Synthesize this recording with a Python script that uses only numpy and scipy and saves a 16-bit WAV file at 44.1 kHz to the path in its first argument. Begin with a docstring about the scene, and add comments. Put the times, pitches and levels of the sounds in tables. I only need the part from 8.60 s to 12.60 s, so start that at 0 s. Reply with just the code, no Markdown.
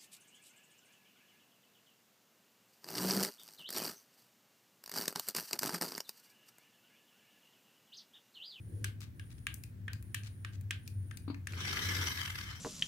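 """A toy car is held upside down outdoors, close by. A soft low rush opens; then buttons snap in the
remote's plastic shell and the steering answers with linkage ticks and rack scrapes.
At 2.7 s the grip shifts and bumps the hollow remote. From 2.9 s the motor spins the free wheels:
gear teeth ring the gearbox and clatter in their play, brushes hiss, the chassis hums; then it runs down.
Throughout: a low drone like a distant engine, a thin insect trill, a short echo off nearby walls."""
import sys
import numpy as np
from scipy import signal
from scipy.fft import rfft, irfft, next_fast_len
from scipy.io import wavfile
from scipy.ndimage import map_coordinates

SR = 44100
rng = np.random.default_rng(int(sys.argv[2]) if len(sys.argv) > 2 else 0)


def generate_wav(sig):
    """Save sig (samples, or channels by samples) to the path in sys.argv[1] as 16-bit PCM at SR."""
    pcm = np.round(np.clip(np.atleast_2d(sig).T, -1, 1) * 32767).astype(np.int16)
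    wavfile.write(sys.argv[1], SR, pcm)


N = 176400

# Drive effort (time [s], gear level [dB], brush level [dB])
DRIVE_EFFORT = [(2.87, -84, -88), (2.885, -64, -70), (2.955, -54.5, -63), (2.985, -43.5, -78),
                (3.05, -39.5, -59), (3.17, -42, -56), (3.3, -38, -53.5), (3.48, -41.5, -53.5),
                (3.6, -44, -55.5), (3.7, -52, -58), (3.82, -53.5, -61.5), (3.92, -50, -72), (4.0, -58, -67)]
# Motor speed (time [s], share of full speed [1])
MOTOR_SPEED = [(2.87, 0.013), (2.96, 0.33), (3.05, 0.74), (3.2, 0.92), (3.45, 0.99), (3.7, 0.79),
               (4.0, 0.49)]
# Gears jumping in their play (time [s], strength [dB])
GEAR_JUMPS = [(3.052, 2), (3.081, 6.5), (3.113, 7), (3.131, 7), (3.173, 10), (3.193, 8.5), (3.229, 4.5),
              (3.29, 6.5), (3.335, -1), (3.431, 8.5), (3.473, 13), (3.486, 6.5), (3.518, 5.5),
              (3.576, 10.5), (3.617, 10), (3.634, 6), (3.659, 10.5), (3.679, 12.5), (3.705, 14),
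              (3.756, 17), (3.788, 16.5), (3.814, 12.5), (3.842, 10.5), (3.914, 3)]
# Brush hiss (frequency [Hz], gain [dB])
BRUSH_SPECTRUM = [(3000, -16), (7000, -6), (8700, -5.5), (9700, -5), (10800, -5.5), (12050, 0.5),
                  (13100, -16), (15000, -1.5), (16000, -26)]
# Brush ring at high speed (frequency [Hz], gain [dB])
BRUSH_RING_SPECTRUM = [(9000, -40), (11300, -12), (12050, 0), (12600, -14), (14500, -35)]
# Drive balance (frequency [Hz], left over right [dB])
DRIVE_PAN = [(200, -2.5), (700, 4), (1700, 4), (2700, 0.5), (3700, 4), (5700, 1.5), (7500, 1), (9300, 7),
             (15000, 5)]

def drive():
    """The motor turns the gears while its brushes hiss; each gear jump swells both."""
    t = np.arange(N) / SR
    gears_db, brush_db = curves(DRIVE_EFFORT)
    speed, = curves(MOTOR_SPEED)
    jumps_db = sum(db * bell(t, s, sigma_s=0.0038) for s, db in GEAR_JUMPS)
    gears = gearbox(speed)
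    clatter_db = 0.79 * jumps_db + 4.2 * np.tanh(wobble(130))
    gears *= amp(gears_db - 0.5 + clatter_db)
    hiss = amp(brush_db - 1.5 + 0.34 * clatter_db) * noise(BRUSH_SPECTRUM, side_db=-1.5)
    brush_ring = amp(-56) * speed ** 5.5 * noise(BRUSH_RING_SPECTRUM, side_db=-4)
    return filtered(gears + hiss + brush_ring, lambda hz: pan(along(DRIVE_PAN, hz)))

# Gearbox response (frequency [Hz], gain [dB])
GEARBOX_RESPONSE = [(100, -20), (200, -5.5), (330, -7.5), (620, -20), (850, -8.5), (1150, -2), (1400, -1),
                    (1650, 2.5), (1880, -1), (2080, 7.5), (2400, 0), (2800, -3.5), (3100, -0.5), (3600, -2),
                    (4700, -5), (5500, 0), (5950, -1.5), (6350, -14.5), (7700, -14), (8500, -18.5),
                    (16000, -25)]
# Housing resonances (frequency [Hz], bandwidth [Hz], gain [dB])
HOUSING_MODES = [(1692, 60, 4.5), (2090, 28.2, -11), (3050, 125, 0.5), (3790, 49, -7), (5570, 180, -9),
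                 (5800, 130, -12)]
# Gearbox stereo width (frequency [Hz], side over mid [dB])
GEARBOX_WIDTH = [(100, -26), (380, -10), (700, 0), (1300, -2), (2400, 4.5), (4400, -1.5), (15000, 3)]

def gearbox(speed, full_speed_tooth_hz=2098, scatter_db=4):
    """Gear teeth strike unevenly and ring the gearbox and its housing."""
    def housing(hz):
        return sum(amp(db) * 1j * hz * width / (centre ** 2 - hz ** 2 + 1j * hz * width)
                   for centre, width, db in HOUSING_MODES)

    def mid_side_gains(hz):
        angle = np.arctan(amp(along(GEARBOX_WIDTH, hz)))
        return np.array([np.cos(angle), np.sin(angle)])

    teeth_passed = np.cumsum(full_speed_tooth_hz * speed * (1 + 0.012 * wobble(60))) / SR
    strikes = np.diff(np.floor(teeth_passed), prepend=0) * np.sqrt(SR / full_speed_tooth_hz)
    polarity = rng.choice([-1, 1], (2, N))
    strength = amp(scatter_db * np.clip(rng.standard_normal((2, N)), -2, 1))
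    mesh_tone = amp(-14.5) * strikes
    tooth_noise = amp(0.5) * rng.standard_normal((2, N))
    force = strikes * polarity * strength + mesh_tone + tooth_noise
    body = unit(coloured(force, lambda hz: along(GEARBOX_RESPONSE, hz)))
    body += amp(-8.5) * unit(filtered(force, housing))
    mid, side = filtered(wandering_contact(body, depth_db=3), mid_side_gains)
    stereo = np.array([mid + side, mid - side])
    return stereo / np.std(stereo[:, speed > 0.5])

def wandering_contact(x, depth_db):
    """The contact point wanders: each moment rings other parts of the housing with the same energy."""
    frames = signal.stft(x, nperseg=512)[2]
    patch = np.outer(np.hanning(7), np.hanning(10))
    field = signal.fftconvolve(rng.standard_normal(frames.shape[1:]), patch, mode="same")
    frames *= amp(depth_db * np.clip(unit(field), -2, 2))
    frames /= np.linalg.norm(frames, axis=(0, 1))
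    return signal.istft(frames, nperseg=512)[1][:, :N]

def clatter_rings(low_hz=1500, high_hz=6000, t60_s=0.024, lead_s=0.0019):
    """Each gear jump rings eight housing modes, different every time."""
    out, t = np.zeros((2, N)), np.arange(SR // 10) / SR
    gears_db, _ = curves(DRIVE_EFFORT)
    envelope = amp(-60 * t / t60_s) * attack(t, 0.0007)
    for s, db in GEAR_JUMPS:
        hz = low_hz * (high_hz / low_hz) ** rng.random((8, 1))
        ring = unit(rng.standard_normal((2, len(hz))) @ np.sin(2 * np.pi * hz * t))
        level_db = gears_db[round(s * SR)] + db - 2
        add(out, s - lead_s, pan(2.7) * amp(level_db) * envelope * ring)
    return out

# Chassis vibration (frequency [Hz], gain [dB])
HUM_SPECTRUM = [(90, -11), (150, 5), (200, -2.5), (320, -1.5), (480, -8), (650, -20), (1200, -40)]
# Hum envelope (time [s], level [dB])
HUM_ENVELOPE = [(2.87, -88), (2.92, -57), (3.2, -51), (3.42, -51), (3.6, -69.5), (3.8, -73), (4, -78)]

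def chassis_hum():
    """The loaded motor shakes the chassis."""
    level_db, = curves(HUM_ENVELOPE)
    return pan(3.9) * amp(level_db) * noise(HUM_SPECTRUM, side_db=-15)

# Button and tick band centres (frequency [Hz])
CLICK_BANDS_HZ = [1400, 2800, 5600, 11300]
# Presses and releases (time [s], left over right [dB], 4 x band gain [dB])
BUTTON_SNAPS = [(0.2433, 1.4, -37, -36, -38.5, -35), (.596, 2.1, -51.5, -49, -59.5, -60),
                (.868, .5, -38, -32.5, -45, -40.5), (1.2805, 1.3, -38, -40.5, -59.5, -62),
                (1.545, 3.1, -41.5, -33.5, -41.5, -34.5), (1.8477, 2.2, -40.5, -43, -51, -55.5),
                (2.1081, .5, -38, -32, -40.5, -41), (2.511, 2.03, -45, -53, -56, -59.5),
                (2.871, 3.3, -43, -43, -45.5, -45.5)]
# Remote shell response (frequency [Hz], gain [dB])
SHELL_RESPONSE = [(200, -15), (700, -22.5), (1000, -14), (1250, -0.5), (1420, -4.5), (1620, 11.5),
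                  (1900, 3), (2500, 0), (3300, -2), (4300, -8), (5300, -2.5), (6300, -2.5), (7500, -4.5),
                  (9400, -3.5), (11500, -11.5), (13000, -15), (16000, -15)]
# Shell after-ring (frequency [Hz], gain [dB])
SHELL_RING = [(500, -24), (1350, -12.5), (1580, 7), (1850, -14), (2300, -6.5), (3050, -1), (3500, -4),
              (4100, -7), (12000, -31)]

def buttons():
    """Each snap cracks through the remote's shell, which rings on faintly."""
    out = np.zeros((2, N))
    for s, pan_db, *band_db in BUTTON_SNAPS:
        bands = list(zip(CLICK_BANDS_HZ, band_db))
        tail = burst(t60_s=0.14, rise_s=0.036, side_db=-0.5)
        ring = amp(-3) * coloured(tail, lambda hz: along(SHELL_RING, hz))
        crack = amp(-7.5) * burst(t60_s=0.0027, rise_s=0.0001, side_db=-10)
        body = burst(t60_s=0.023, rise_s=0.0001, side_db=-2.5)
        snap = coloured(crack + body, lambda hz: along(SHELL_RESPONSE, hz))
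        add(out, s, pan(pan_db) * amp(33) * coloured(snap + ring, lambda hz: along(bands, hz)))
    return out

# Steering ticks (time [s], left over right [dB], 4 x band gain [dB])
LINKAGE_TICKS = [(.406, 6.5, -68, -66, -62, -54), (.942, 7, -71, -68, -55, -40.5),
                 (1.037, 4.5, -62, -50.5, -54.5, -48), (1.333, 6.2, -47, -47, -51.5, -50.5),
                 (1.426, 9, -62, -62, -73, -53), (1.635, 5.5, -66, -58, -59, -60),
                 (2.011, 5.3, -62, -66, -68, -55), (2.277, 5.5, -60, -50.5, -50.5, -48),
                 (2.572, 5.2, -54.5, -47, -53, -48.5), (2.745, 3.7, -45, -53, -62, -67),
                 (2.923, 3.5, -49, -51, -56, -58), (2.935, 2.6, -40.5, -47, -62, -66)]
# Linkage response (frequency [Hz], gain [dB])
LINKAGE_RESPONSE = [(200, -30), (900, -15), (1700, 0), (2100, -1), (2450, 5.5), (3200, -11), (4200, 0.5),
                    (7000, -1.5), (11000, -8.5), (16000, -10)]

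def steering_linkage():
    """The linkage takes up play and ticks against its stops."""
    out = np.zeros((2, N))
    for s, pan_db, *band_db in LINKAGE_TICKS:
        bands = list(zip(CLICK_BANDS_HZ, band_db))
        crack = amp(-2) * burst(t60_s=0.0027, rise_s=0.0001, side_db=-2.5)
        body = amp(-3.5) * burst(t60_s=0.021, rise_s=0.00087, side_db=-0.5)
        tick = coloured(crack + body, lambda hz: along(bands, hz) + along(LINKAGE_RESPONSE, hz))
        add(out, s, pan(pan_db) * amp(32.5) * tick)
    return out

# Rack strokes (time [s], length [s], level [dB])
RACK_STROKES = [(0.403, 0.049, -54), (.70, 0.034, -58), (0.776, .018, -66.5), (1.638, 0.048, -57),
                (1.924, 0.038, -58), (2.255, 0.033, -66)]
# Rack scrape (frequency [Hz], gain [dB])
RACK_SPECTRUM = [(300, -37), (1200, -4), (1800, 1), (4000, 0.5), (6500, -3.5), (9000, -7), (16000, -14)]

def steering_rack():
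    """The rack slides in small jerks."""
    envelope, t = np.zeros(N), np.arange(N) / SR
    for s, length_s, db in RACK_STROKES:
        travel = np.clip((t - s) / length_s, 0, 1)
        envelope += amp(db) * np.sqrt(abs(np.sin(np.pi * travel)))
    scrape = unit(noise(RACK_SPECTRUM, side_db=2) * amp(4.3 * wobble(350)))
    return pan(4.7) * envelope * scrape

# Knocks on the remote (time [s], level [dB])
GRIP_KNOCKS = [(2.679, -32.5), (2.7003, -29.5)]
# Hollow remote modes (frequency [Hz], gain [dB], t60 [s])
REMOTE_MODES = [(276.5, 0, 0.08), (241, -24.5, .07), (1190, -4, 0.0076)]
# Grip scuff (frequency [Hz], gain [dB])
SCUFF_SPECTRUM = [(300, -11), (550, -10.5), (950, -1), (1350, -8.5), (1900, -17), (2350, -11), (3400, -19),
                  (4150, -9.5), (4600, -8), (5300, -37), (9000, -45)]

def grip_bump():
    """The grip shifts: a soft double knock on the hollow remote, with a dull scuff."""
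    out, t = np.zeros((2, N)), np.arange(SR // 2) / SR
    ring = sum(amp(db - 60 * t / t60_s) * np.sin(2 * np.pi * hz * t) for hz, db, t60_s in REMOTE_MODES)
    ring *= attack(t, 0.001)
    for s, db in GRIP_KNOCKS:
        rub = burst(t60_s=0.12, rise_s=0.00025, side_db=1)
        scuff = amp(23.5) * coloured(rub, lambda hz: along(SCUFF_SPECTRUM, hz))
        add(out, s, amp(db) * pan(5.3) * (ring + scuff))
    return out

# Echo decay (frequency [Hz], t60 [s])
WALL_DECAY = [(200, 0.42), (2000, 0.3), (6000, 0.18), (14000, 0.24)]

def wall_echo(x):
    """Nearby walls return a diffuse echo; each frequency dies at its own rate."""
    hz, t, frames = signal.stft(rng.standard_normal((2, SR // 2)), SR, nperseg=256)
    envelope = amp(-60 * t / along(WALL_DECAY, hz)[:, None]) * attack(t, 0.0099)
    tail = signal.istft(frames * envelope, SR, nperseg=256)[1]
    return signal.fftconvolve(x, tail / np.linalg.norm(tail[0]), axes=1)[:, :N]

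# Drone pitch (time [s], frequency [Hz])
DRONE_PITCH = [(0, 103.3), (1.3, 102.2), (2.0, 99), (2.6, 97), (3.0, 93), (3.4, 92.7), (3.52, 85.1),
               (3.75, 96.9), (4, 95.6)]
# Drone envelope (time [s], level [dB])
DRONE_ENVELOPE = [(0, -46), (.28, -41), (.5, -50), (.85, -59), (.95, -46), (1.02, -55), (1.28, -44.5),
                  (1.45, -44.5), (1.6, -43.5), (1.85, -46), (1.98, -39), (2.27, -53.5), (2.38, -34),
                  (2.46, -45), (2.78, -48.5), (2.92, -41), (3.24, -43.5), (3.36, -33.5), (3.6, -45.5),
                  (4, -58.5)]

def far_drone(waver_db=3):
    """A wavering low tone with a faint octave, like a distant engine."""
    hz, = curves(DRONE_PITCH)
    level_db, = curves(DRONE_ENVELOPE)
    phase = 2 * np.pi * np.cumsum(hz) / SR + 0.5 * wobble(18)
    tone = np.sin(phase) + amp(-25) * np.sin(2 * phase)
    return pan(1.85) * amp(level_db + 0.5 + waver_db * wobble(35)) * tone

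# Outdoor rumble (frequency [Hz], gain [dB])
RUMBLE_SPECTRUM = [(20, -32), (35, -35), (48, -10), (62, -1.5), (90, 3), (120, 1), (165, -9.5),
                   (215, -10.5), (300, -16.5), (450, -30.5), (700, -44), (1500, -51)]
# Air hiss (frequency [Hz], gain [dB])
AIR_SPECTRUM = [(250, 10), (600, 2.5), (1200, -3), (1650, 4), (2400, -3.5), (4000, -11), (7500, -15.5),
                (11000, -14.5), (16000, -4)]

def outdoor_air():
    """Steady low rumble and faint hiss."""
    rumble = pan(1.85) * amp(-50) * noise(RUMBLE_SPECTRUM, side_db=-11)
    return rumble + amp(-67.5) * noise(AIR_SPECTRUM, side_db=2)

# Low rush (frequency [Hz], gain [dB])
RUSH_SPECTRUM = [(200, -15), (300, 4.5), (400, -2), (500, -8.5), (620, -22.5), (1200, -38)]

def low_rush():
    """A soft rush that peaks just before the first press."""
    envelope = bell(np.arange(N) / SR, centre_s=0.19, sigma_s=0.079)
    return amp(-55.5) * envelope * noise(RUSH_SPECTRUM, side_db=-6.5)

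# Trills (start [s], end [s], level [dB])
INSECT_TRILLS = [(-.1, 0.336, -68.5), (.53, 1.143, -68.5), (1.37, 1.954, -69), (2.166, 2.726, -67.5)]
# Trill band (frequency [Hz], gain [dB])
TRILL_SPECTRUM = [(9100, -51), (9420, -11), (9520, -10), (9620, -13.5), (9780, -17), (10200, -52)]
# Upward slur (time [s], frequency [Hz], level [dB])
INSECT_SLUR = [(.12, 9600, -100), (.145, 9850, -70), (.17, 10100, -69), (.2, 10020, -71), (.23, 9800, -100)]

def insect(fade_s=0.08, jitter_hz=70):
    """Thin trills with pauses between them, and one upward slur."""
    t = np.arange(N) / SR
    envelope = sum(amp(db) * np.clip(np.minimum(t - start, end - t) / fade_s, 0, 1)
                   for start, end, db in INSECT_TRILLS)
    slur_hz, slur_db = curves(INSECT_SLUR)
    slur = amp(slur_db) * np.sin(2 * np.pi * np.cumsum(slur_hz + jitter_hz * wobble(350)) / SR)
    return envelope * noise(TRILL_SPECTRUM, side_db=2.5) + slur

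def amp(db):
    """Decibels to gain."""
    return 10 ** (np.asarray(db) / 20)

def unit(x):
    """Scale to rms 1."""
    return x / np.sqrt(np.mean(x ** 2) + 1e-20)

def attack(t, rise_s):
    """Exponential rise from 0 to 1."""
    return 1 - np.exp(-t / rise_s)

def bell(t, centre_s, sigma_s):
    """Gaussian pulse of height 1."""
    return np.exp(-0.5 * ((t - centre_s) / sigma_s) ** 2)

def along(points, hz):
    """Interpolate (frequency [Hz], value) points on a log axis."""
    knots_hz, values = np.transpose(points)
    return np.interp(np.log(hz + 1), np.log(knots_hz + 1), values)

def curves(rows):
    """One value per sample for each column after the time."""
    times_s, *columns = np.transpose(rows)
    return [np.interp(np.arange(N) / SR, times_s, column) for column in columns]

def wobble(knots_per_s):
    """Smooth random curve."""
    return map_coordinates(rng.standard_normal(4096), [np.arange(N) * knots_per_s / SR], mode="wrap")

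def pan(db):
    """Left and right gains for a level difference."""
    return amp(np.array([np.atleast_1d(db), -np.atleast_1d(db)]) / 2)

def filtered(x, response):
    """Multiply the spectrum of x by response(hz)."""
    size = next_fast_len(N + SR // 2)
    return irfft(rfft(x, size) * response(np.fft.rfftfreq(size, 1 / SR)), size)[..., :N]

def coloured(x, gain_db, size=2048):
    """Minimum-phase filter with gain gain_db(hz)."""
    cepstrum = irfft(np.log(amp(gain_db(np.fft.rfftfreq(size, 1 / SR)))))
    cepstrum[1:size // 2] *= 2
    cepstrum[size // 2 + 1:] = 0
    impulse = irfft(np.exp(rfft(cepstrum)))
    return signal.fftconvolve(x, impulse[None], axes=1)[:, :x.shape[1]]

def white(side_db, size):
    """White stereo noise with the given side level."""
    mid, side = rng.standard_normal((2, size))
    return unit(np.array([mid + amp(side_db) * side, mid - amp(side_db) * side]))

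def noise(spectrum, side_db):
    """Coloured stereo noise of rms 1."""
    return unit(filtered(white(side_db, N), lambda hz: amp(along(spectrum, hz))))

def burst(t60_s, rise_s, side_db):
    """Dying noise burst of energy 1: many close modes of a plastic part."""
    t = np.arange(SR // 2) / SR
    return unit(white(side_db, len(t)) * amp(-60 * t / t60_s) * attack(t, rise_s)) / np.sqrt(len(t))

def add(out, start_s, x):
    """Mix x into out at start_s."""
    part = out[:, max(round(start_s * SR), 0):][:, :x.shape[-1]]
    part += x[..., :part.shape[1]]

def scene():
    """Remote and car, their echo and the surroundings."""
    remote = buttons() + grip_bump()
    steering = steering_linkage() + steering_rack()
    motor = drive() + clatter_rings() + chassis_hum()
    echo = wall_echo(amp(-12.5) * remote + amp(-9) * steering + amp(-8) * motor)
    return remote + steering + motor + echo + far_drone() + outdoor_air() + insect() + low_rush()

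def record(dry, cutoff_hz=16000):
    """Steep low-pass."""
    return filtered(dry, lambda hz: 1 / (1 + (hz / cutoff_hz) ** 120))

dry = scene()
out = record(dry)
generate_wav(out)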